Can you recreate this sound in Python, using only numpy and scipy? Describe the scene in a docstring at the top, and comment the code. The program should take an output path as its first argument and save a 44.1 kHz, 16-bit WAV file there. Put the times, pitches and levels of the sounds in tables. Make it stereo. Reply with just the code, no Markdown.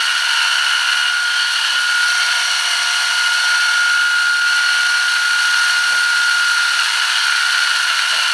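"""An electric clipper shaves a small dog in a quiet room, heard close up; both channels are alike.
0-1.1 s: the gears whine at the tooth rate, near 1439 Hz and sagging; hard cuts in thick hair throb and rattle.
1.3-1.9 s: the loose cutter chatters and a soft bump is heard; 2.1-5.9 s: presses and cuts, bumps near 4 and 5.9 s.
6.8-8.3 s: the whine dips, strained cuts rattle again, the cutter chatters and two last bumps follow.
Throughout: wheel tones, housing and blade noise from tooth knocks and scraping, faint rumble and hum."""
import sys
import numpy as np
from scipy import signal
from scipy.fft import rfft, irfft, next_fast_len
from scipy.io import wavfile
from scipy.ndimage import uniform_filter1d, map_coordinates

SR = 44100
rng = np.random.default_rng(int(sys.argv[2]) if len(sys.argv) > 2 else 0)


def master(y):
    """Save y as 16-bit WAV."""
    cut = np.clip(np.atleast_2d(y).T, -1, 1)
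    pcm = np.round(cut * 32767)  # scale
    wavfile.write(sys.argv[1], SR, pcm.astype(np.int16))


N = 367353

# motor speed, sagging under load: (time [s], tooth rate [Hz])
TOOTH_RATE = [(0.0, 1439.0), (1.08, 1436.0), (1.2, 1432.4), (1.92, 1434.5), (2.2, 1430.6), (2.96, 1427.8),
              (3.44, 1432.9), (3.72, 1428.9), (4.12, 1428.7), (4.29, 1423.4), (4.73, 1431.4),
              (5.33, 1430.4), (5.45, 1433.1), (6.29, 1428.5), (6.49, 1422.9), (7.17, 1424.0),
              (7.29, 1428.9), (8.33, 1429.9)]


def gear_mesh():
    """Teeth passed so far: the integral of the tooth rate."""
    return np.cumsum(curve(TOOTH_RATE)) / SR


# whine swells and fades as the clipper turns in the hand: (time [s], level before trim [dB])
WHINE_LEVEL = [(0.0, -27), (1.36, -22), (1.68, -30), (1.76, -22), (2.04, -20), (2.6, -28), (3.28, -21),
               (3.92, -18), (5.13, -20.5), (6.53, -19), (6.81, -24), (6.89, -35), (7.01, -23.5),
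               (7.13, -33), (7.25, -23), (7.61, -22.7), (8.21, -29), (8.33, -24)]


def whine_level_db():
    """Level of the whine as the clipper turns in the hand."""
    return curve(WHINE_LEVEL)


USUAL_WHINE_DB, THROB_DB = -22.5, -29  # throb before trim, at the usual whine
THROB_PER_WHINE_DB, THROB_PER_STRAIN_DB = 0.69, 1.95  # [dB/dB]


def throb_level_db(whine_db, strain_db):
    """Throb of the blade strokes: it follows the whine and grows with strain."""
    from_whine = THROB_PER_WHINE_DB * (whine_db - USUAL_WHINE_DB)
    return THROB_DB + from_whine + THROB_PER_STRAIN_DB * strain_db


# free gears: a stroke mostly bends the whine's phase; strain skews that into level pulsing
FREE_SKEW_RAD, SKEW_RAD_PER_STRAIN_DB = 0.29, 1.2


def whine(mesh, whine_db, strain_db):
    """Tooth tone; each blade stroke holds the wheels back and lets them go, adding two side tones."""
    tooth = 2 * np.pi * mesh
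    stroke = tooth / WHEEL_TEETH[0]
    skew = FREE_SKEW_RAD + SKEW_RAD_PER_STRAIN_DB * strain_db
    tone = np.sin(tooth + walk(40) / 20) * undb(whine_db + 2.45 + 0.56 * walk(25.03))
    sidebands = np.sin(tooth + stroke) - 0.79 * np.sin(tooth - stroke + skew)
    throb = sidebands * undb(throb_level_db(whine_db, strain_db) - 3.0)
    return np.sqrt(2) * (tone + throb)


# tones of uneven wheels: (teeth on the wheel, cycles per turn, level over control [dB], control)
UNEVEN_WHEEL_TONES = [(20, 4, -42, "housing"), (20, 5, -38, "housing"), (20, 7, -28.5, "housing"),
                      (20, 10, -21, "press"), (18, 11, -20, "stroke"), (22, 14, -9.5, "housing"),
                      (22, 16, -10, "housing"), (20, 16, -16, "press"), (20, 18, -36, "rattle"),
                      (29, 28, -9.5, "rattle"), (40, 39, -9, "rattle"), (40, 41, -11.5, "rattle"),
                      (29, 30, -16.5, "rattle"), (22, 24, -18, "rattle"), (20, 22, -9, "stroke"),
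                      (22, 25, -19, "rattle"), (20, 23, -16, "rattle"), (22, 26, -15, "rattle"),
                      (20, 24, -14, "press"), (22, 28, -15.5, "rattle"), (22, 37, -19.5, "plate"),
                      (20, 40, -12, "plate"), (40, 81, -7.5, "plate"), (29, 59, -7, "plate"),
                      (20, 41, -15.5, "plate"), (40, 85, -21, "plate"), (20, 61, -6, "press")]


def wheel_tones(mesh, control_db):
    """Multiples of each wheel's turning rate, wavering with the part that drives or radiates them."""
    out = np.zeros(N)
    for teeth, cycles, db, control in UNEVEN_WHEEL_TONES:
        phase = 2 * np.pi * (cycles / teeth * mesh + rng.random())
        out += np.sin(phase) * undb(db + control_db[control] + 2 * walk(4.026))
    return np.sqrt(2) * out


# teeth on each wheel; the first drives the blade, one stroke a turn
WHEEL_TEETH = (20, 18, 22, 29, 40)


def tooth_knocks(mesh, repeat, memory, jitter):
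    """One knock per tooth, signed by flank: flaws recur each turn, play in the teeth adds chance."""
    tooth = np.arange(1, int(mesh[-1]))
    chance = rng.standard_normal((N // 20, 2))[tooth]
    flaws = 0
    for teeth in WHEEL_TEETH:
        wheel_flaws = unit(signal.detrend(rng.standard_normal(teeth)))
        flaws = flaws + wheel_flaws[tooth % teeth] / 2
    force = repeat * flaws + chance[:, 0]
    # inertia carries a push over to the next teeth
    force = signal.lfilter([1], [1, -np.clip(memory, 0, .9)], force)
    # jitter in teeth; knocks land between samples
    at = np.clip(np.interp(tooth + jitter * chance[:, 1], mesh, np.arange(N)), 0, N - 2)
    whole, part = at.astype(int), at % 1
    early = np.bincount(whole, force * (1 - part), N)
    late = np.bincount(whole + 1, force * part, N)
    return unit(early + late)


def scrape(mesh, depth):
    """Steel sliding on steel: noise, harder at the same points of every turn of the last wheel."""
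    turn = 2 * np.pi * mesh / WHEEL_TEETH[-1]
    pressure = np.zeros(N)
    for k, share in enumerate((0.2, 0.33, 0.33, 0.53, 0.46), 1):
        pressure += share * np.cos(k * turn + rng.uniform(0, 2 * np.pi))
    return unit(rng.standard_normal(N) * np.exp(depth * pressure))


# outlines of housing and gear case: (frequency [Hz], relative level [dB])
HOUSING_OUTLINE = [(100, -38), (300, -38.5), (480, -25), (600, -14), (700, -7.5), (810, -9), (940, 2),
                   (1150, -5), (1350, -26), (2000, -36)]
RATTLE_OUTLINE = [(500, -36), (1000, -16.5), (1250, -6), (1430, 1.5), (1700, -1), (2200, -1), (2600, -2),
                  (2900, -7), (3300, -1.5), (3800, -6.5), (4400, -2.5), (7000, -46)]
# blade plate modes: (frequency [Hz], nominal width [Hz], relative level [dB])
PLATE_MODES = [(2795, 200, -1), (2955, 186, 0)]


def gear_rattle(mesh, housing_db, rattle_db, plate_db):
    """Tooth knocks ring the housing; knocks with sliding noise ring the gear case and blade plate."""
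    housing = colour(tooth_knocks(mesh, repeat=.5, memory=0.065, jitter=0.18), HOUSING_OUTLINE)
    knocks = tooth_knocks(mesh, repeat=0.66, memory=0.44, jitter=0.062)
    knocks = knocks + 0.49 * scrape(mesh, depth=.12)
    case = colour(knocks, RATTLE_OUTLINE) * undb(rattle_db + 2.5)
    plate = ring(knocks, PLATE_MODES) * undb(plate_db - 4.5)
    return housing * undb(housing_db - 2.5) + case + plate


# blade hiss outline: (frequency [Hz], relative level [dB])
BLADE_OUTLINE = [(2000, -35), (3500, -3), (4000, -4), (4350, 2), (4800, -7), (5300, -6.5), (5800, -6),
                 (6400, -7), (7000, -14), (8200, -12), (8750, -8), (9400, -13), (10100, -11.5),
                 (12000, -23.5), (13500, -30.5), (15000, -47)]
# modes of pressed comb and shell, and of loose cutter: (frequency [Hz], nominal width [Hz], relative level [dB])
PRESSED_MODES = [(695, 74, -5.5), (2180, 224, 1), (3164, 133, 3.5), (4325, 190, 2.5), (5720, 230, 1),
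                 (8820, 280, -8.5)]
LOOSE_MODES = [(1720, 260, 1), (3170, 200, 0), (3060, 130, -2), (4330, 280, -1)]
# unloaded cutter chatters loosely: (peak time [s], length [s], level [dB])
CHATTER_SWELLS = [(1.3, 0.16, -25), (1.43, 0.11, -21.5), (1.64, 0.3, -24), (1.88, 0.12, -34),
                  (7.17, 0.14, -22), (7.75, 0.16, -32), (8.12, 0.22, -32)]


def blades(mesh, hiss_db, press_db):
    """Cutter ticks at every tooth and hisses on the comb; pressed it rings, unloaded it chatters."""
    ticks = tooth_knocks(mesh, repeat=0.61, memory=0.38, jitter=0.023)
    hiss = colour(ticks + scrape(mesh, depth=.2), BLADE_OUTLINE) * undb(hiss_db - 0.56)
    rubbing = tooth_knocks(mesh, repeat=0.99, memory=0.12, jitter=0.038)
    rubbing = rubbing + 0.78 * scrape(mesh, depth=.2)
    pressed = ring(rubbing, PRESSED_MODES) * undb(press_db + 1.0)
    chatter = ring(rubbing, LOOSE_MODES) * swells(CHATTER_SWELLS)
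    return hiss + pressed + chatter


# shared opening curve, lower when the coat covers the blades: (time [s], level before offsets [dB])
OPENING = [(0.0, -28), (0.3, -28.5), (0.49, -28), (1.14, -31), (1.62, -28.5), (1.88, -28.5), (2.02, -27.5),
           (3.25, -27.5), (4.06, -30), (4.41, -30.5), (4.57, -29), (5.29, -28.5), (5.68, -27.5),
           (5.98, -29), (7.14, -27.5), (8.33, -27.5)]
BLADES_OFFSET_DB, RATTLE_OFFSET_DB, HOUSING_OFFSET_DB = 4.2, 2.5, -7  # over the opening curve
# cuts in thick hair: (start [s], end [s], plate ring before trim [dB], strain as rattle rise [dB])
THICK_CUTS = [(0, 0.246, -24.5, 2), (0.373, 1.064, -21, 2), (1.412, 1.44, -25.5, -0.5),
              (1.623, 1.677, -22, 0.5), (2.4, 3.3, -25.5, -1), (4.6, 5.9, -29.5, 0),
              (6.798, 7.18, -25.5, 1.7), (7.27, 8.02, -28.5, 1.7), (8.11, 8.26, -23.5, 1.8)]
IDLE_PLATE_DB, CUT_EDGE_S = -30, 0.13
HOUSING_PER_PLATE_DB = 0.42  # [dB/dB] the plate shakes the housing
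# comb pressed on the body: (start [s], end [s], ring before trim [dB])
COMB_PRESSES = [(0, 1.35, -32), (2.15, 3.0, -26), (3.1, 3.85, -28.5), (4.6, 4.95, -29), (5.55, 5.75, -30.5),
                (7.1, 7.55, -33)]
LIGHT_TOUCH_DB, PRESS_EDGE_S = -35.5, 0.21
TREMOR_DB, TREMOR_PER_S = .35, 7  # unsteady hand


def handling():
    """Strain and levels of housing, rattle, plate, hiss and pressed ring [dB], as the coat is worked."""
    cuts, presses = np.array(THICK_CUTS), np.array(COMB_PRESSES)
    open_db = curve(OPENING) + TREMOR_DB * walk(TREMOR_PER_S)
    plate_db = holds(cuts[:, :2], cuts[:, 2], IDLE_PLATE_DB, CUT_EDGE_S)
    strain_db = holds(cuts[:, :2], cuts[:, 3], 0, CUT_EDGE_S)
    press_db = holds(presses[:, :2], presses[:, 2], LIGHT_TOUCH_DB, PRESS_EDGE_S)
    housing_db = open_db + HOUSING_OFFSET_DB + HOUSING_PER_PLATE_DB * (plate_db - IDLE_PLATE_DB)
    rattle_db = open_db + RATTLE_OFFSET_DB + strain_db
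    hiss_db = open_db + BLADES_OFFSET_DB
    return strain_db, housing_db, rattle_db, plate_db, hiss_db, press_db


def disperse(x, spread_s):
    """Bending waves cross the shell at different speeds, smearing each knock."""
    size = next_fast_len(N + 4096)
    hz = np.arange(size // 2 + 1) * SR / size
    knots_hz = np.linspace(0, SR / 2, 128)
    delay_s = spread_s * np.interp(hz, knots_hz, rng.random(len(knots_hz)))
    phase = 2 * np.pi * np.cumsum(delay_s) * SR / size  # integral of delay over frequency
    return irfft(rfft(x, size) * np.exp(-1j * phase), size)[:N]


def reflect(x, floor_share, floor_lag_s, wall_share, count):
    """Echoes from floor and furniture, their lags shifting as the clipper moves; level kept."""
    n = np.arange(N)
    moved_s = 0.0001825 * walk(1.2)
    paths = [(floor_share, floor_lag_s, 1)]
    for _ in range(count):
        paths.append((wall_share, rng.uniform(.005, .03), rng.uniform(-1.96, 1.96)))
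    echoes = np.zeros(N)
    for share, lag_s, sway in paths:
        echoes += share * map_coordinates(x, [n - SR * (lag_s + sway * moved_s)], order=2)
    return unit(x + echoes) * np.std(x)


# soft bumps: (peak time [s], length [s], level [dB])
BUMP_SWELLS = [(1.77, 0.15, -43.5), (3.95, 0.09, -51), (5.94, 0.084, -36.5), (7.16, .08, -53),
               (8.16, 0.11, -37.5)]
# bump outline: (frequency [Hz], relative level [dB])
BUMP_OUTLINE = [(50, -32), (130, -8.5), (250, -4), (400, -4.5), (700, 11), (1200, -11), (3000, -30)]


def bumps():
    """Dull rubs of clipper and hand against the coat: swells of filtered noise."""
    return swells(BUMP_SWELLS) * colour(rng.standard_normal(N), BUMP_OUTLINE)


# rumble outline: (frequency [Hz], relative level [dB])
ROOM_OUTLINE = [(20, 3), (70, -10), (100, -3), (150, 0), (220, -3), (400, -13), (1500, -10), (10000, -27)]
MAINS_HZ = 50


def room():
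    """Faint wavering rumble of filtered noise, and a mains hum sine."""
    hum = np.sin(2 * np.pi * MAINS_HZ * np.arange(N) / SR)
    rumble = colour(rng.standard_normal(N), ROOM_OUTLINE)
    return rumble * undb(-68.5 + 1.5 * walk(4.4)) + undb(-76) * hum


def undb(db):
    """Decibels to gain."""
    return 10 ** (np.asarray(db) / 20)


def unit(x):
    """Scale to rms 1."""
    return x / np.sqrt(np.mean(x ** 2))


def curve(table):
    """Timed table, interpolated sample by sample."""
    time_s, value = np.transpose(table)
    return np.interp(np.arange(N) / SR, time_s, value)


def walk(rate_hz):
    """Smooth chance of spread near 1, drawn anew rate_hz times a second."""
    k = max(int(SR / rate_hz), 2)
    steps = np.repeat(rng.standard_normal(N // k + 1), k)
    return 1.393 * uniform_filter1d(uniform_filter1d(steps, k), k)[:N]


def colour(x, outline):
    """Filter through a (Hz, dB) outline; rms 1."""
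    size = next_fast_len(N + 4096)
    hz, db = np.transpose(outline)
    f = np.maximum(np.arange(size // 2 + 1) * SR / size, 1)
    gain = undb(np.interp(np.log(f), np.log(hz), db))
    return unit(irfft(rfft(x, size) * gain, size)[:N])


def resonate(x, hz, width_hz):
    """Steep resonance: the same band-pass twice."""
    b, a = signal.iirpeak(hz, hz / width_hz, fs=SR)
    return signal.lfilter(b, a, signal.lfilter(b, a, x))


def ring(x, modes):
    """Drive a set of modes; each band-pass is twice the nominal width; rms 1."""
    return unit(sum(undb(db) * resonate(x, hz, width_hz * 2) for hz, width_hz, db in modes))


def swells(table):
    """Gaussian rise and fall per row; length is the full width at 1/e."""
    t = np.arange(N) / SR
    return sum(undb(db) * np.exp(-(2 * (t - peak_s) / length_s) ** 2) for peak_s, length_s, db in table)


def holds(spans, values, rest, edge_s):
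    """Glide from rest to each span's value, hold from start to end, glide back."""
    t = np.arange(N) / SR
    gates = np.array([np.clip(1 + np.minimum(t - start, end - t) / edge_s, 0, 1) for start, end in spans])
    return rest + (values - rest) @ gates / np.maximum(gates.sum(axis=0), 1)


def scene():
    """Running clipper, bumps and room, the same in both channels."""
    mesh, whine_db = gear_mesh(), whine_level_db()
    strain_db, housing_db, rattle_db, plate_db, hiss_db, press_db = handling()
    control_db = dict(housing=housing_db, rattle=rattle_db, plate=plate_db, press=press_db,
                      stroke=throb_level_db(whine_db, strain_db))
    tones = whine(mesh, whine_db, strain_db) + wheel_tones(mesh, control_db)
    noise = gear_rattle(mesh, housing_db, rattle_db, plate_db) + blades(mesh, hiss_db, press_db)
    noise = disperse(noise, spread_s=0.00496)
    clipper = tones + reflect(noise, floor_share=0.24, floor_lag_s=.0025, wall_share=0.14, count=6)
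    # so small a machine radiates almost no bass
    clipper = signal.sosfilt(signal.butter(2, 220, "high", fs=SR, output="sos"), clipper)
    return np.tile(clipper + bumps() + room(), (2, 1))


TOP_HZ = 14900


def record(dry):
    """Steep low-pass: the recorder cuts the top."""
    return signal.sosfilt(signal.ellip(10, .1, 80, TOP_HZ, fs=SR, output="sos"), dry)


dry = scene()
out = record(dry)
master(out)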